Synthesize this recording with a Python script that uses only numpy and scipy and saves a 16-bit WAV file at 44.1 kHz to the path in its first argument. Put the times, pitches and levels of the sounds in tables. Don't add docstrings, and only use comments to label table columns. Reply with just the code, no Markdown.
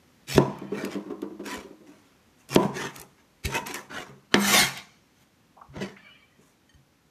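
import sys
import numpy as np
from scipy import signal
from scipy.fft import rfft, irfft
from scipy.io import wavfile

SR = 44100
rng = np.random.default_rng(int(sys.argv[2]) if len(sys.argv) > 2 else 0)


def unload_audio(sound):
    columns = np.transpose(np.atleast_2d(sound))
    steps = np.round(np.clip(columns, -1, 1) * 32767)
    wavfile.write(sys.argv[1], SR, steps.astype(np.int16))


N = 313110
TIME, BINS = np.arange(N) / SR, np.fft.rfftfreq(N, 1 / SR)
AGE = TIME[:SR]


def amp(db):
    return 10 ** (np.asarray(db) / 20)


def unit(x):
    return x / np.sqrt(np.mean(x ** 2) + 1e-20)


def read(points, hz):
    f, value = np.transpose(points)
    return np.interp(np.log(hz + 1), np.log(f + 1), value)


def add(mix, s, sound):
    part = mix[round(s * SR):][:len(sound)]
    part += sound[:len(part)]


def colour(x, gain):
    return unit(irfft(rfft(x) * gain, N))


def noise(gain):
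    return colour(rng.standard_normal(N), gain)


def below(hz):
    return 1 / np.sqrt(1 + (BINS / hz) ** 10)


def lorentz(modes):
    return sum(amp(db) / (1 + (2 * (BINS - hz) / width) ** 2) for hz, width, db in modes)


def onset(rise_s):
    return 1 - np.exp(-AGE / rise_s)


def ring(modes, rise):
    total = 0
    for k, (hz, db, t60) in enumerate(modes):
        envelope = amp(db - 60 * AGE / t60)
        total = total + (-1) ** k * envelope * np.sin(2 * np.pi * hz * AGE)
    return total * onset(rise)


def burst(decay):
    return AGE / decay * np.exp(1 - AGE / decay)


def stroke(swell, hold, t60):
    t = np.arange(0, swell + hold + 1.2 * t60, 1 / SR)
    build = np.minimum(t / swell, 1) ** 1.5
    return build * amp(-60 * np.maximum(t - swell - hold, 0) / t60)


def wander(x, depth_db):
    z = signal.stft(x, nperseg=1024, noverlap=768)[2]
    smoothing = np.outer(np.hanning(6), np.hanning(16))
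    field = signal.fftconvolve(rng.standard_normal(z.shape), smoothing, "same")
    varied = z * amp(depth_db * unit(field))
    return unit(signal.istft(varied, nperseg=1024, noverlap=768)[1][:N])


def friction(strokes, spectrum_db, per_s, spread_db, judder_db):
    sizes = amp(spread_db * np.minimum(rng.exponential(1, N), 4))
    slips = rng.standard_normal(N) * sizes * (rng.random(N) < per_s / SR)
    judder = amp(judder_db * noise(below(150)))
    slips = wander(slips * judder, depth_db=3.8)
    low, top = below(1500), below(5000)
    bands = np.array([colour(slips, amp(spectrum_db) * band) for band in (low, top - low, 1 - top)])
    power = np.zeros((3, N))
    for s, swell, hold, t60, db, fizz_db, push_db in strokes:
        pressure = amp(db) * stroke(swell, hold, t60)
        for band, share_db in zip(power, (push_db, 0, fizz_db)):
            add(band, s, (amp(share_db) * pressure) ** 2)
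    return (np.sqrt(power) * bands).sum(0)


# [pitch_hz, level_db]
AIR_SPECTRUM = [(15, -44), (25, -15), (54, 0), (107, 1), (250, 4), (382, -4.5), (554, -5), (666, -10.5),
                (722, -8), (2190, -12), (4850, -17.5), (6160, -17.5), (8470, -23.5), (14000, -24)]


def hush():
    start_db, fade_db_per_s = -60, 0.57
    return amp(start_db - fade_db_per_s * TIME) * noise(amp(read(AIR_SPECTRUM, BINS)))


# [delay_s, level_db]
WALL_ECHOES = [(0.011, -14), (0.0218, -17), (.034, -22.5)]
# [pitch_hz, t60_s]
ROOM_T60 = [(130, 0.85), (400, 0.16), (1000, 0.5), (2500, 0.55), (6000, 0.78), (14000, .25)]
# [pitch_hz, level_db]
ROOM_COLOUR = [(50, -18), (130, -5.5), (350, 2.5), (1000, 5.5), (1500, -4.5), (3000, -15), (6000, -14),
               (14000, -9)]


def kitchen(x, gap=0.0013, build=0.0013):
    taps = rng.choice([-1., 1.], SR) * (rng.random(SR) < 4000 / SR)
    taps = taps * (1 - np.exp(-np.maximum(AGE - gap, 0) / build))
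    hz, t, z = signal.stft(taps, SR, nperseg=512)
    decay = amp(-60 * t / read(ROOM_T60, hz)[:, None])
    tail = signal.istft(z * decay, SR, nperseg=512)[1][:SR]
    tail = tail / np.linalg.norm(tail)
    for delay, db in WALL_ECHOES:
        tail[round(delay * SR)] += amp(db)
    tail = irfft(rfft(tail, N) * amp(read(ROOM_COLOUR, BINS)), N)[:SR]
    return signal.fftconvolve(x, tail)[:N]


# [start_s, level_db]
RATTLES = [(.47, -55.5), (4.72, -61), (5.96, -52.5)]
# [pitch_hz, width_hz, level_db]
RATTLE_MODES = [(625, 75, 0), (1223, 240, -4.5), (1856, 370, -2.5), (2350, 140, 6), (2710, 300, -16),
                (3085, 270, -1), (4450, 970, -17.5)]


def rattle():
    level = np.zeros(N)
    for s, db in RATTLES:
        add(level, s, amp(db) * stroke(swell=0.023, hold=0.11, t60=0.82))
    return level * wander(noise(lorentz(RATTLE_MODES)), depth_db=6)


# [start_s, level_db, upper_modes_db]
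WOBBLES = [(0.614, -26.5, -16), (.716, -23.5, 2.5), (0.832, -21, 0), (.947, -19.5, -0.5), (1.06, -30, -16),
           (1.099, -23, 1), (1.222, -22.5, -8), (1.3, -36, 1), (1.393, -25.5, -15), (1.458, -34, -2),
           (1.551, -32, -1), (1.64, -40, 5), (1.704, -37, -8), (1.806, -41, -17), (1.879, -40.5, -22)]
# [pitch_hz, level_db, t60_s]
WOBBLE_MODES = [(204.4, 5, 0.29), (250, -17.5, 0.15), (316.9, 0.5, 0.16), (357.7, -13.5, 0.083),
                (413.7, -7.5, 0.2), (532, -20, 0.25), (570.5, -19.5, 0.22), (720, -18, 0.053)]
# [pitch_hz, level_db]
SCUFF_SPECTRUM = [(120, -14), (330, 13), (650, -2.5), (850, -12.5), (1050, -5.5), (1500, -15.5),
                  (2200, -19.5), (4000, -27.5), (12000, -45)]


def wobbles(low_db=-14, scatter_db=2, detune=.025, scuff_db=-5, scuff_decay=0.016):
    out, scuff = np.zeros(N), noise(amp(read(SCUFF_SPECTRUM, BINS)))
    for s, db, upper_db in WOBBLES:
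        share = [(203, low_db), (313, 0), (409, upper_db)]  # Hz, dB
        chance = rng.standard_normal((len(WOBBLE_MODES), 2))
        modes = []
        for (hz, size, t60), (shift, luck) in zip(WOBBLE_MODES, chance):
            mode_db = size + read(share, hz) + scatter_db * luck
            modes.append((hz * (1 + detune * shift), mode_db, t60))
        contact = scuff[round(s * SR):][:SR] * np.exp(-AGE / scuff_decay) * onset(0.0061)
        add(out, s, amp(db) * (ring(modes, rise=0.005) + amp(scuff_db) * contact))
    return out


# [start_s, level_db]
BOWL_TAPS = [(6.693, -58), (6.739, -63)]
# [pitch_hz, level_db, t60_s]
BOWL_MODES = [(1840, 2.5, 0.083), (3090, 2.5, 0.085), (4500, -6, 0.11), (6480, 1, 0.056), (8570, -9, .1)]


def bowl_taps():
    out = np.zeros(N)
    for s, db in BOWL_TAPS:
        add(out, s, amp(db) * ring(BOWL_MODES, rise=0.00073))
    return out


# [start_s, level_db, pitch_hz]
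CLINKS = [(5.565, -50.5, 850), (5.586, -53, 900), (5.611, -42, 1050), (5.644, -58, 1036),
          (5.963, -47, 2000)]


def clinks(width=0.71, grain_db=3.5):
    out, grain = np.zeros(N), amp(grain_db * noise(below(240)))
    for s, db, hz in CLINKS:
        grit = noise(lorentz([(hz, hz * width, 0)]) ** 2) * grain
        grit = np.roll(grit, -round(s * SR))[:SR]
        add(out, s, amp(db) * burst(0.0062) * grit)
    return out


# [start_s, rocking_db, bending_db]
THUDS = [(.281, -60, -37.5), (0.347, -21.5, -24), (0.382, -44.5, -27.5), (1.571, -41.5, -61),
         (2.5, -58.5, -35), (2.558, -52, -30.5), (2.991, -46, -54.5), (3.447, -20.5, -33),
         (4.083, -63, -48.5), (4.62, -35, -37), (5.687, -43.5, -46.5), (5.763, -39, -38.5),
         (6.745, -46, -57.5)]


def thuds():
    out = np.zeros(N)
    rock = burst(0.0051) * np.sin(2 * np.pi * 70.9 * AGE)
    bend = burst(0.033) * np.sin(2 * np.pi * 134.9 * AGE)
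    for s, rock_db, bend_db in THUDS:
        add(out, s, amp(rock_db) * rock + amp(bend_db) * bend)
    return out


# [start_s, level_db]
SOFT_KNOCKS = [(.353, -24), (2.61, -38), (2.65, -25.5), (3.019, -45.5), (3.47, -33), (3.62, -44.5),
               (4.091, -44), (4.16, -56.5), (5.761, -32.5), (5.81, -29.5), (6.387, -56)]
# [pitch_hz, width_hz, level_db]
PAD_MODES = [(136, 33, -5), (199, 32, 7.5), (404, 100, 0.5), (625, 160, -14.5), (1000, 300, -21)]


def soft_knocks(t60=.25):
    out, pad = np.zeros(N), noise(lorentz(PAD_MODES))
    for s, db in SOFT_KNOCKS:
        bump = np.roll(pad, -round(s * SR))[:SR]
        add(out, s, amp(db - 60 * AGE / t60) * onset(0.0024) * bump)
    return out


# [start_s, level_db, first_hz, last_hz]
SQUEAKS = [(.76, -38.5, 2250, 2375), (1.502, -36.5, 1688, 1927), (2.75, -34, 1590, 1877),
           (2.83, -40, 1884, 1775), (3.525, -29, 2450, 2670), (3.95, -39.5, 1963, 1850),
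           (4.42, -26, 1735, 1782), (4.467, -28, 2000, 2060), (4.53, -22, 2120, 2117),
           (4.541, -22, 3610, 3550)]


def squeaks(length_s=0.07):
    out, roughness = np.zeros(N), noise(below(130))
    size = round(length_s * SR)
    for s, db, first_hz, last_hz in SQUEAKS:
        turns = np.cumsum(np.linspace(first_hz, last_hz, size)) / SR
        rough = roughness[round(s * SR):][:size]
        tone = np.sin(2 * np.pi * turns + .5 * rough[::-1])
        add(out, s, amp(db) * np.hanning(size) * (1 + 0.39 * rough) * tone)
    return out


# [start_s, swell_s, hold_s, release_t60_s, level_db, fizz_db, push_on_board_db]
SCRAPES = [(.39, 0.0091, 0.012, 0.44, -45.5, -20, 1), (.54, 0.021, 0.13, 0.37, -66, -28, 14),
           (2.72, 0.049, 0.089, 0.24, -39.5, -9.5, 2), (2.37, 0.026, .01, 0.39, -69.5, 2.5, 2),
           (3.15, 0.032, 0.018, 0.27, -67, -21, 1.5), (2.92, 0.034, 0.066, 0.12, -53.5, -1, 4.5),
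           (3.46, .1, 0.0046, 0.17, -34.5, -6.5, 3.5), (3.655, 0.0053, 0.061, .12, -40.5, -9, 0),
           (3.725, 0.026, 0.011, 0.21, -39.5, -4, 2.5), (3.89, 0.013, .03, 0.17, -52, -14.5, 10.5),
           (3.895, .055, 0.076, 0.14, -43.5, -11, 3), (4.06, 0.0076, 0.0047, .25, -56.5, -7.5, 8.5),
           (5.72, 0.047, 0.035, 0.15, -51, -23, 5.5), (5.8, 0.015, .012, 0.28, -40, -15, 0.5),
           (6.38, .04, .08, 0.27, -72.5, 3.5, 3)]
# [pitch_hz, level_db]
GRAIN_SPECTRUM = [(45, -7.5), (140, 3), (220, 6.5), (380, 9), (540, 1), (1050, 2), (1400, 1), (1850, 1.5),
                  (2500, -2.5), (3400, -6.5), (4900, -11.5), (6100, -4), (8300, -10.5), (14000, -17)]


def scrapes():
    return friction(SCRAPES, read(GRAIN_SPECTRUM, BINS), per_s=21000, spread_db=1.5, judder_db=1.5)


# [start_s, swell_s, hold_s, release_t60_s, level_db, fizz_db, push_on_board_db]
SCOOP = [(4.305, 0.02, 0.033, .03, -53.5, -9.5, 8), (4.345, 0.0024, 0.0046, 0.1, -30.5, -16.5, 3.5),
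         (4.35, 0.13, 0.031, 0.11, -28, 0, -2), (4.485, 0.056, 0.066, 0.31, -21, -3.5, -5),
         (4.73, 0.044, 0.0057, 0.16, -37.5, -19, -13.5), (5.1, .11, 0.024, 0.077, -66, -3, -3)]
# [pitch_hz, level_db]
STEEL_SPECTRUM = [(45, -14.5), (130, -0.5), (350, 1.5), (520, -3.5), (900, -1), (2000, -1.5), (3000, -4.5),
                  (4100, -4), (4900, -8.5), (6000, -5), (7500, -10.5), (10500, -15), (13000, -11.5),
                  (14500, -15)]
# [pitch_hz, width_hz, level_db]
BLADE_MODES = [(1421, 30, 5.5), (1820, 20, 2), (2139, 25, 9), (2270, 27, 0), (2420, 47, -4), (3075, 25, 7),
               (3220, 25, 2.5), (3770, 25, 7), (4190, 20, 5.5), (4340, 25, 4), (5580, 64, 3.5),
               (6250, 47, 8.5), (6900, 75, 4), (8226, 64, 9.5), (9585, 170, 3.5), (12150, 56, 2)]


def scoop():
    spectrum_db = read(STEEL_SPECTRUM, BINS) + 20 * np.log10(1 + lorentz(BLADE_MODES))
    return friction(SCOOP, spectrum_db, per_s=18000, spread_db=-0.5, judder_db=0.83)


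# [start_s, level_db, low_part_db]
SNAPS = [(0.3506, -28, 5.5), (.586, -45.5, -6), (0.849, -27.5, -4), (1.2187, -42, -0.5), (1.461, -36, -2),
         (1.513, -36, 3.5), (2.4895, -36, -6.5), (2.548, -19, -9), (2.9618, -31.5, -6), (2.998, -31, -21),
         (3.015, -31, -18), (3.455, -24, -6), (3.551, -25.5, -2.5), (3.669, -25.5, -9), (3.711, -34, 2),
         (3.7424, -24, -11.5), (4.7738, -33.5, 0), (5.765, -57, 14)]


def snaps():
    out = np.zeros(N)
    high = noise((1 - below(4000)) * amp(-BINS / 2500))
    low = noise(below(4000) * (1 - below(1300)))
    for s, db, crackle_db in SNAPS:
        sound = (high + amp(crackle_db) * low)[round(s * SR):][:SR]
        add(out, s, amp(db) * sound * np.exp(-AGE / 0.0024) * onset(0.00048))
    return out


# [start_s, swell_s, hold_s, release_t60_s, level_db, fizz_db, push_on_board_db]
SLICES = [(.266, 0.03, .09, 0.026, -37.5, -3, -7.5), (.7, 0.083, 0.035, 0.58, -45, -9, 9.5),
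          (.885, 0.036, .01, 0.14, -44.5, -7.5, 4), (1.43, 0.039, .075, .33, -43, -6, 4.5),
          (1.86, 0.006, .02, 1, -66, -1, 8), (1.96, 0.0252, .1, 0.56, -72.5, -7.5, 5),
          (2.478, .078, .002, .015, -36, -1, 3), (2.57, 0.052, .022, 0.25, -49, -4.5, 13),
          (3.428, 0.028, 0.011, 0.082, -36.5, -3, -7)]
# [pitch_hz, level_db]
FLESH_SPECTRUM = [(50, -16.5), (130, 1), (250, 9.5), (420, 7), (700, -0.5), (1400, 0), (2400, 3.5),
                  (4000, -4), (6200, -6.5), (9000, -14), (14000, -19.5)]


def slices():
    return friction(SLICES, read(FLESH_SPECTRUM, BINS), per_s=6400, spread_db=-3.0, judder_db=1.5)


# [start_s, thump_db, crack_db, board_ring_db, blade_flex_db]
CHOPS = [(0.378, 2, -17, -26.5, -49.5), (2.5591, 1, -15, -23.5, -47.5), (3.549, -21, -27, -43, -47),
         (3.743, -31, -29, -51.5, -50.5), (4.3416, -3.5, -8.5, -36, -20.5)]
# [pitch_hz, level_db, t60_s]
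FLEX_MODES = [(202, 3.5, 0.99), (356, -8, 0.3), (436, -16.5, .5), (764, -13, 0.45), (927, -15.5, .5),
              (1330, -15, 0.45), (1755, -4.5, 0.15)]


def flex(free_s=0.23, damped_t60=0.4):
    out = np.zeros(N)
    damping = amp(-60 * np.maximum(AGE - free_s, 0) / damped_t60)
    for s, *_, flex_db in CHOPS:
        add(out, s + 0.0043, amp(flex_db) * ring(FLEX_MODES, rise=.004) * damping)
    return out


# [pitch_hz, level_db]
CRACK_SPECTRUM = [(300, -27), (900, 5), (2500, 6), (4200, -0.5), (6200, -6), (8500, -19), (14000, -39)]
# [pitch_hz, level_db, t60_s]
THUMP_MODES = [(230, 2.5, 0.02), (377, 2, 0.022), (630, 2, 0.011), (970, -9, 0.016), (1420, -12.5, 0.014)]
# [pitch_hz, level_db, t60_s]
BOARD_MODES = [(139, -9, .7), (202, -4, .6), (283, -8, .35), (349, -1, .3), (385, -6, .35), (465, -11, .4),
               (524, -8, .3), (640, -13, .45), (915, -16, .45), (988, -11, .45)]
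# [pitch_hz, level_db]
COUNTER_SPECTRUM = [(100, -26), (250, -0.5), (420, 5), (750, -3), (1050, -2.5), (1250, -21.5), (2500, -22),
                    (5000, -43.5)]


def chops(counter_db=-4, counter_t60=.48):
    out = np.zeros(N)
    crack, boom = noise(amp(read(CRACK_SPECTRUM, BINS))), noise(amp(read(COUNTER_SPECTRUM, BINS)))
    for s, thump_db, crack_db, ring_db, _ in CHOPS:
        at = slice(round(s * SR), round(s * SR) + SR)
        blur = boom[at] * amp(counter_db - 60 * AGE / counter_t60) * onset(0.0027)
        add(out, s, amp(crack_db) * burst(0.0012) * crack[at])
        add(out, s + 0.0013, amp(thump_db) * ring(THUMP_MODES, rise=0.0029))
        add(out, s + .004, amp(ring_db) * (ring(BOARD_MODES, rise=0.003) + blur))
    return out


def scene():
    sources = [  # sound, dB sent to the room
        (wobbles(), -2.5),
        (clinks() + bowl_taps(), -13.5),
        (thuds() + soft_knocks() + flex(), -11.0),
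        (scrapes() + scoop() + squeaks(), -8.5),
        (snaps(), -7.5),
        (slices(), -7.5),
        (chops(), -5.0),
    ]
    direct = sum(sound for sound, _ in sources)
    sent = sum(amp(send_db) * sound for sound, send_db in sources)
    mono = hush() + kitchen(sent) + rattle() + direct
    return np.array([mono, mono])


def record(dry, ceiling=0.89):
    thinned = signal.sosfilt(signal.butter(4, 42, "highpass", fs=SR, output="sos"), dry)
    rounded = thinned / (1 + (thinned / ceiling) ** 6) ** (1 / 6)
    band_limit = signal.firwin(1023, 14300, window=("kaiser", 9), fs=SR)
    return signal.oaconvolve(rounded, band_limit[None], "same")


dry = scene()
out = record(dry)
unload_audio(out)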